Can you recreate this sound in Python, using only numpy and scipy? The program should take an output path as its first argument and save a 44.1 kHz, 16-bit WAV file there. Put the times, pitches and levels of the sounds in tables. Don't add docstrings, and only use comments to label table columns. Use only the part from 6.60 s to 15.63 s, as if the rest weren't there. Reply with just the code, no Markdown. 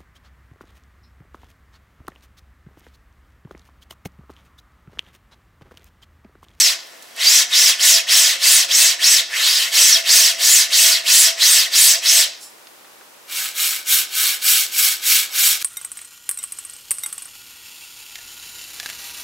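import sys
import numpy as np
from scipy import signal
from scipy.fft import rfft, irfft, next_fast_len
from scipy.io import wavfile
from scipy.ndimage import uniform_filter1d, minimum_filter1d

SR = 44100
rng = np.random.default_rng(int(sys.argv[2]) if len(sys.argv) > 2 else 0)


def put_to_file(sound):
    columns = np.atleast_2d(sound).T
    safe = np.clip(columns, -1, 1)
    whole_steps = np.round(safe * 32767)
    wavfile.write(sys.argv[1], SR, whole_steps.astype(np.int16))


N = 398093
HOP = 64
TIME_S = np.arange(N) / SR
HOP_S = np.arange(N // HOP + 3)[:, None] * HOP / SR
BIN_HZ = np.fft.rfftfreq(4 * HOP, 1 / SR)

# start_s, fastest_s, stop_s, top_m_per_s, level_db
BAR_STROKES = [(-0.2, -0.016, 0.2, 2.1, -10.5), (0.519, 0.762, 0.88, 2.01, -11),
               (0.859, 1.034, 1.197, 2, -10.5), (1.153, 1.293, 1.458, 2.36, -9.3),
               (1.44, 1.565, 1.843, 2.07, -10.6), (1.756, 1.923, 2.103, 2.54, -9.8),
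               (2.044, 2.209, 2.394, 2.34, -10.6), (2.354, 2.516, 2.665, 2.1, -10.5),
               (2.629, 2.93, 3.17, 1.23, -15), (3.072, 3.232, 3.476, 2.03, -9.6),
               (3.407, 3.574, 3.8, 2.25, -9.5), (3.735, 3.933, 4.114, 2.46, -9.5),
               (4.063, 4.224, 4.463, 2.25, -10.5), (4.406, 4.584, 4.767, 2.6, -9),
               (4.737, 4.908, 5.132, 2.2, -10.5), (5.076, 5.238, 5.424, 2.9, -8.5),
               (5.375, 5.562, 5.709, 2.16, -11.1)]
# pitch_hz, half_width_hz, relative_db
FRAME_MODES = [(335, 16, -14), (519, 20, -7.5), (562, 24, -5.5), (667.4, 7.1, 5), (699, 51, -2)]
# start_s, pitch_hz, lift_db
CHATTER = [(.655, 4560, 7), (.755, 5760, 10), (.928, 3620, 10), (1.478, 3220, 10), (2.107, 3430, 9),
           (2.44, 5240, 8), (2.585, 3600, 11), (2.725, 2080, 4), (2.855, 4500, 9), (3.325, 5594, 11),
           (3.49, 4750, 9), (4.128, 4360, 8), (4.345, 3970, 9), (4.461, 2600, 10), (4.645, 5500, 7.5),
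           (4.812, 4080, 10), (5.455, 3730, 6), (5.485, 5700, 9)]


def amp(db):
    return 10 ** (np.asarray(db) / 20)


def unit_rms(x):
    return x / np.sqrt(np.mean(x ** 2) + 1e-20)


def wander(shape, span):
    return unit_rms(uniform_filter1d(rng.standard_normal(shape), size=span, axis=0))


def curve_at(points, hz):
    point_hz, value = np.transpose(points)
    return np.interp(np.log(hz + 1), np.log(point_hz + 1), value)


def bell(hz, centre_hz, octaves):
    return np.exp(-.5 * (np.log2((hz + 1) / centre_hz) / octaves) ** 2)


def coloured(x, db_at):
    log_gain = np.log(amp(db_at(abs(np.fft.fftfreq(16384, 1 / SR)))))
    taps = np.fft.ifft(np.exp(np.conj(signal.hilbert(log_gain)))).real[:8192]
    return signal.oaconvolve(x, taps)[:N]


def swell(t, rise_s, decay_s, hold_s=0):
    return np.clip(t / rise_s, 0, 1) * np.exp(-np.maximum(t - rise_s - hold_s, 0) / decay_s)


def room_noise(level_db=-46):
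    # freq_hz, density_db
    spectrum = [(25, -25), (70, -21), (120, -15), (230, -6.5), (330, -2), (500, 0), (1100, 0), (1600, -3),
                (4000, -7), (11700, -11.5), (15800, -15), (17500, -40)]
    # freq_hz, correlation
    likeness = [(60, 0.92), (300, 0.17), (1000, 0.071), (4000, 0.14), (15000, 1)]
    size = next_fast_len(N, True)
    hz = np.fft.rfftfreq(size, 1 / SR)
    left, other = rfft(rng.standard_normal((2, size)))
    same = np.clip(curve_at(likeness, hz), -1, 1)
    pair = np.array([left, same * left + np.sqrt(1 - same ** 2) * other])
    return amp(level_db) * unit_rms(irfft(pair * amp(curve_at(spectrum, hz)), size)[:, :N])


def side_echoes(x, t60_s=.11, delay_s=.002):
    # freq_hz, gain_db
    echo = [(200, -0.5), (600, -3.5), (1200, -5.5), (2200, -10), (4000, -11), (8000, -12.5), (13000, -29.5)]
    t = np.arange(SR // 4) / SR
    tail = rng.standard_normal(len(t)) * np.exp(-np.log(1000) * t / t60_s) * (t > delay_s)
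    reflected = signal.oaconvolve(x, tail / np.linalg.norm(tail))[:N]
    side = coloured(reflected, lambda hz: curve_at(echo, hz))
    return np.array([x + side, x - side])


def touches():
    # start_s, level_db, centre_hz, width_octaves, rise_s, decay_s
    puffs = [(0.27, -45, 8340, .7, 0.00088, 0.0049), (.423, -37, 6500, 0.97, .001, .006),
             (.562, -37, 8500, .6, .001, .008), (6.07, -35.5, 2800, 0.88, .001, 0.0027),
             (6.245, -46, 1197, .8, .002, .007), (6.408, -40.5, 1000, 0.83, .002, .007),
             (5.79, -38, 6800, 0.7, 0.044, 0.03)]
    out, t = np.zeros(N), np.arange(SR // 4) / SR
    hz = np.fft.rfftfreq(len(t), 1 / SR)
    for start_s, db, centre_hz, octaves, rise_s, decay_s in puffs:
        noise = irfft(rfft(rng.standard_normal(len(t))) * bell(hz, centre_hz, octaves), len(t))
        out[round(start_s * SR):][:len(t)] += amp(db) * swell(t, rise_s, decay_s) * unit_rms(noise)
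    return out


def finger_brush(start_s=5.795, level_db=-43, t60_s=.27):
    # pitch_hz, relative_db
    modes = [(5400, -2), (7350, -4), (7800, -7), (9450, -5), (11050, -8)]
    out, t = np.zeros(N), np.arange(SR // 2) / SR
    ring = unit_rms(sum(amp(db) * np.sin(2 * np.pi * (hz * t + rng.random())) for hz, db in modes))
    envelope = swell(t, rise_s=.04, hold_s=.03, decay_s=t60_s / np.log(1000))
    out[round(start_s * SR):][:len(t)] = amp(level_db) * envelope * ring
    return out


def frame_jolts(waver_hz=4.3, t60_s=.5):
    # start_s, level_db, hold_s
    jolts = [(1.31, -35.5, .02), (1.53, -42, 0.074), (2.19, -38.5, .03), (3.335, -33, 0.034),
             (3.54, -36, 0.15), (4.21, -37, 0.11), (4.645, -33.5, .02), (5.31, -38, .02), (5.51, -37, .05)]
    out, t = np.zeros(N), np.arange(SR // 2) / SR
    mode_hz = max(FRAME_MODES, key=lambda mode: mode[2])[0]
    for start_s, db, hold_s in jolts:
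        envelope = swell(t, rise_s=.027, hold_s=hold_s, decay_s=t60_s / np.log(1000))
        phase = 2 * np.pi * np.cumsum(mode_hz + waver_hz * wander(len(t), 900)) / SR
        out[round(start_s * SR):][:len(t)] += amp(db) * envelope * np.sin(phase)
    return out


def push(start_s, fastest_s, stop_s, t):
    return np.abs(np.sin(np.pi * np.interp(t, [start_s, fastest_s, stop_s], [0, .5, 1])))


def stroke_gain(strokes, t, steepness, knee, rest_db, uneven_db):
    power = amp(rest_db) ** 2 * ((t > strokes[0][0]) & (t < strokes[-1][2]))
    for start_s, fastest_s, stop_s, _, db in strokes:
        drive = push(start_s, fastest_s, stop_s, t) ** (2 * steepness)
        power = power + amp(db) ** 2 * drive * (1 + knee ** 2) / (drive + knee ** 2)
    grip = np.interp(t, HOP_S[:, 0], wander(len(HOP_S), 17))
    return np.sqrt(power) * amp(uneven_db * grip)


def frame_hum(gain_db=-36.5):
    def modes_db(f):
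        power = sum(amp(db) ** 2 / (1 + ((f - hz) / width) ** 2) ** 2 for hz, width, db in FRAME_MODES)
        return 10 * np.log10(power + 1e-9)
    gain = amp(gain_db) * stroke_gain(BAR_STROKES, TIME_S, steepness=1.22, knee=.35,
                                  rest_db=-19.5, uneven_db=2.5)
    drive = gain * rng.standard_normal(N)
    return np.sqrt(np.mean(gain ** 2)) * unit_rms(coloured(drive, modes_db))


def rail_modes_db(f, modes, ripple_db=1.98, contrast=1.223):
    grid_hz = np.arange(0, SR / 2, 20)
    weak = np.interp(f, grid_hz, wander(len(grid_hz), 2))
    strong = sum(db / (1 + (2 * (f - hz) / width) ** 2) for hz, width, db in modes)
    return ripple_db * weak + contrast * strong


def rail_ring(power, ring_db):
    # freq_hz, t60_s
    decay = [(600, .6), (2000, .5), (5000, .45), (9000, .26), (15000, .14)]
    kept = np.exp(-2 * np.log(1000) * HOP / SR / curve_at(decay, BIN_HZ))
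    stored = np.transpose([signal.lfilter([1 - k], [1, -k], band) for k, band in zip(kept, power.T)])
    return (power + amp(ring_db) ** 2 * stored) / (1 + amp(ring_db) ** 2)


def speed_m_per_s(strokes, creep_m_per_s, ease, tremor):
    speed = sum(top * push(*times_s, HOP_S) ** ease for *times_s, top, _ in strokes)
    return np.hypot(speed * (1 + tremor * wander(HOP_S.shape, 11)), creep_m_per_s)


def roughness_db(speed, grain_m, slope_db, full_m_per_s=2):
    def rolloff_db(m_per_s):
        return -slope_db * np.log10(1 + (BIN_HZ * grain_m / m_per_s) ** 2)
    return rolloff_db(speed) - rolloff_db(full_m_per_s)


def whistle_db(speed):
    db = 0
    for wavelength_m, lift_db in [(.000347, 6.5), (.000262, 5.5)]:
        depth = 1 + .43 * wander(speed.shape, 25)
        db = db + lift_db * depth * bell(BIN_HZ, speed / wavelength_m, octaves=.07)
    return db


def catching(start_s):
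    return swell(HOP_S - start_s, rise_s=.0037, decay_s=.023)


def chatter_db():
    return sum(db * catching(start_s) * bell(BIN_HZ, hz, octaves=.14) for start_s, hz, db in CHATTER)


def microphone_turn_db(start_s=2.6, length_s=.4, lift_db=2, centre_hz=13100):
    return lift_db * np.clip((HOP_S - start_s) / length_s, 0, 1) * bell(BIN_HZ, centre_hz, octaves=.45)


def rolling(speed, gain, shape_db, colour, modes, knocks_per_m, knock_gain, ring_db, patchy_db=1.5):
    knock_chance = knocks_per_m * np.interp(TIME_S, HOP_S[:, 0], speed[:, 0]) / SR
    knocks = (rng.random(N) < knock_chance) * rng.standard_normal(N) / np.sqrt(knock_chance)
    drive = rng.standard_normal(N) + knock_gain * knocks
    rasp = unit_rms(coloured(drive, lambda hz: curve_at(colour, hz) + rail_modes_db(hz, modes)))
    patches = unit_rms(uniform_filter1d(wander(shape_db.shape, 13), size=4, axis=1))
    power = amp(shape_db + patchy_db * patches) ** 2
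    colour_power = amp(curve_at(colour, BIN_HZ)) ** 2
    mean_power = power @ colour_power / colour_power.sum()
    power *= (gain ** 2 / mean_power)[:, None]
    bands = signal.stft(rasp, nperseg=4 * HOP, noverlap=3 * HOP)[2]
    bands *= np.sqrt(rail_ring(power, ring_db)).T[:, :bands.shape[1]]
    return signal.istft(bands, nperseg=4 * HOP, noverlap=3 * HOP)[1][:N]


def bare_carriage(gain_db=-.07):
    # start_s, fastest_s, stop_s, top_m_per_s, level_db
    strokes = [(6.645, 6.789, 6.99, 0.63, -22.5), (6.912, 7.027, 7.286, 1.2, -17.5),
               (7.226, 7.342, 7.494, 1.86, -13), (7.457, 7.637, 7.84, 1.3, -15.5),
               (7.788, 7.897, 8.141, 2.3, -11.5), (8.074, 8.236, 8.422, 2.2, -13.3),
               (8.375, 8.526, 8.71, 1.8, -12.5), (8.674, 8.847, 9.03, 2.03, -12),
               (8.959, 9.152, 9.6, 2.3, -9)]
    # freq_hz, density_db
    colour = [(150, -40.5), (260, -28), (390, -29.5), (520, -21.5), (700, -25.5), (950, -20), (1400, -12),
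              (1900, -9.3), (2300, -3.5), (3400, -1), (5000, -4), (7200, 0), (9200, -1.5), (12000, 1.5),
              (15800, -1), (17500, -42)]
    # pitch_hz, width_hz, lift_db (before contrast)
    modes = [(760, 45, 8.6), (1163, 21, 5.4), (1276, 33, 8.8), (1492, 120, 6.8), (1656, 53, 8.3),
             (2213, 95, 3.5), (2357, 24, 6.1), (2780, 110, 3.7), (2960, 37, 6.4), (3293, 61, 6.5),
             (3660, 160, 4.4), (3910, 61, 4.5), (4150, 34, 5), (4257, 95, 3.7), (4470, 53, 7.7),
             (4780, 170, 4.2), (5040, 92, 4.7), (5360, 160, 4.3), (5680, 130, 4.3), (6540, 60, 4.4),
             (6816, 43, 2.7), (7880, 200, 3.1), (7940, 95, 5.3), (8250, 101, 2.5), (9399, 105, 2.9),
             (10040, 60, 4.2)]
    speed = speed_m_per_s(strokes, creep_m_per_s=.32, ease=1.6, tremor=.047)
    shape_db = roughness_db(speed, grain_m=.00024, slope_db=10)
    shake = stroke_gain(strokes, HOP_S[:, 0], steepness=2.74, knee=2.1, rest_db=-62, uneven_db=.86)
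    return rolling(speed, amp(gain_db) * shake, shape_db, colour, modes,
                   knocks_per_m=1100, knock_gain=.59, ring_db=-8)


def sliding_bar(gain_db=.27):
    # freq_hz, density_db
    colour = [(120, -48), (330, -41), (520, -20.5), (850, -22), (1050, -17.5), (1300, -23), (1900, -12.5),
              (3000, -1), (4500, -2.5), (5700, 1), (7800, -5.5), (11000, -6.5), (15800, -10.5),
              (17500, -34)]
    # pitch_hz, width_hz, lift_db (before contrast)
    modes = [(1260, 215, 7), (1473, 116, 8.5), (1650, 57, 4), (1750, 54, 7), (1897, 183, 9),
             (2047, 45, 5.5), (2216, 91, 5.5), (2480, 127, 1.5), (2720, 46, 5), (3285, 38, 6.5),
             (3700, 230, 2.5), (4065, 180, 4.5), (4340, 130, 4), (4685, 220, 4.5), (5170, 100, 3.5),
             (5460, 180, 1.5), (5650, 150, 4.3), (6270, 140, 3.5), (6600, 150, 3), (6920, 120, 4),
             (7290, 100, 6.5), (7400, 34, 2), (7785, 184, 8), (8050, 115, 4), (8310, 86, 5.5),
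             (8470, 59, 1.5), (8680, 190, 2), (9100, 53, 4), (9620, 219, 3), (10050, 230, 0.5)]
    speed = speed_m_per_s(BAR_STROKES, creep_m_per_s=.44, ease=1.55, tremor=.03)
    shape_db = roughness_db(speed, grain_m=.00037, slope_db=17)
    shape_db += whistle_db(speed) + chatter_db() + microphone_turn_db()
    flare_db = .37 * sum(db * catching(start_s)[:, 0] for start_s, _, db in CHATTER)
    shake = stroke_gain(BAR_STROKES, HOP_S[:, 0], steepness=3.164, knee=.58, rest_db=-48.5, uneven_db=.41)
    return rolling(speed, amp(gain_db + flare_db) * shake, shape_db, colour, modes,
                   knocks_per_m=800, knock_gain=.34, ring_db=-10)


def scene():
    direct = sliding_bar() + bare_carriage() + frame_hum() + frame_jolts() + touches() + finger_brush()
    return side_echoes(direct) + room_noise()


def record(dry, ceiling=.95, cutoff_hz=15850):
    allowed = np.minimum(1, ceiling / (abs(dry).max(0) + 1e-9))
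    gain = uniform_filter1d(minimum_filter1d(allowed, size=48), size=48)
    lowpass = signal.firwin(1023, cutoff_hz, window=("kaiser", 9), fs=SR)
    return signal.oaconvolve(dry * gain, lowpass[None], "same")


dry = scene()
out = record(dry)
put_to_file(out)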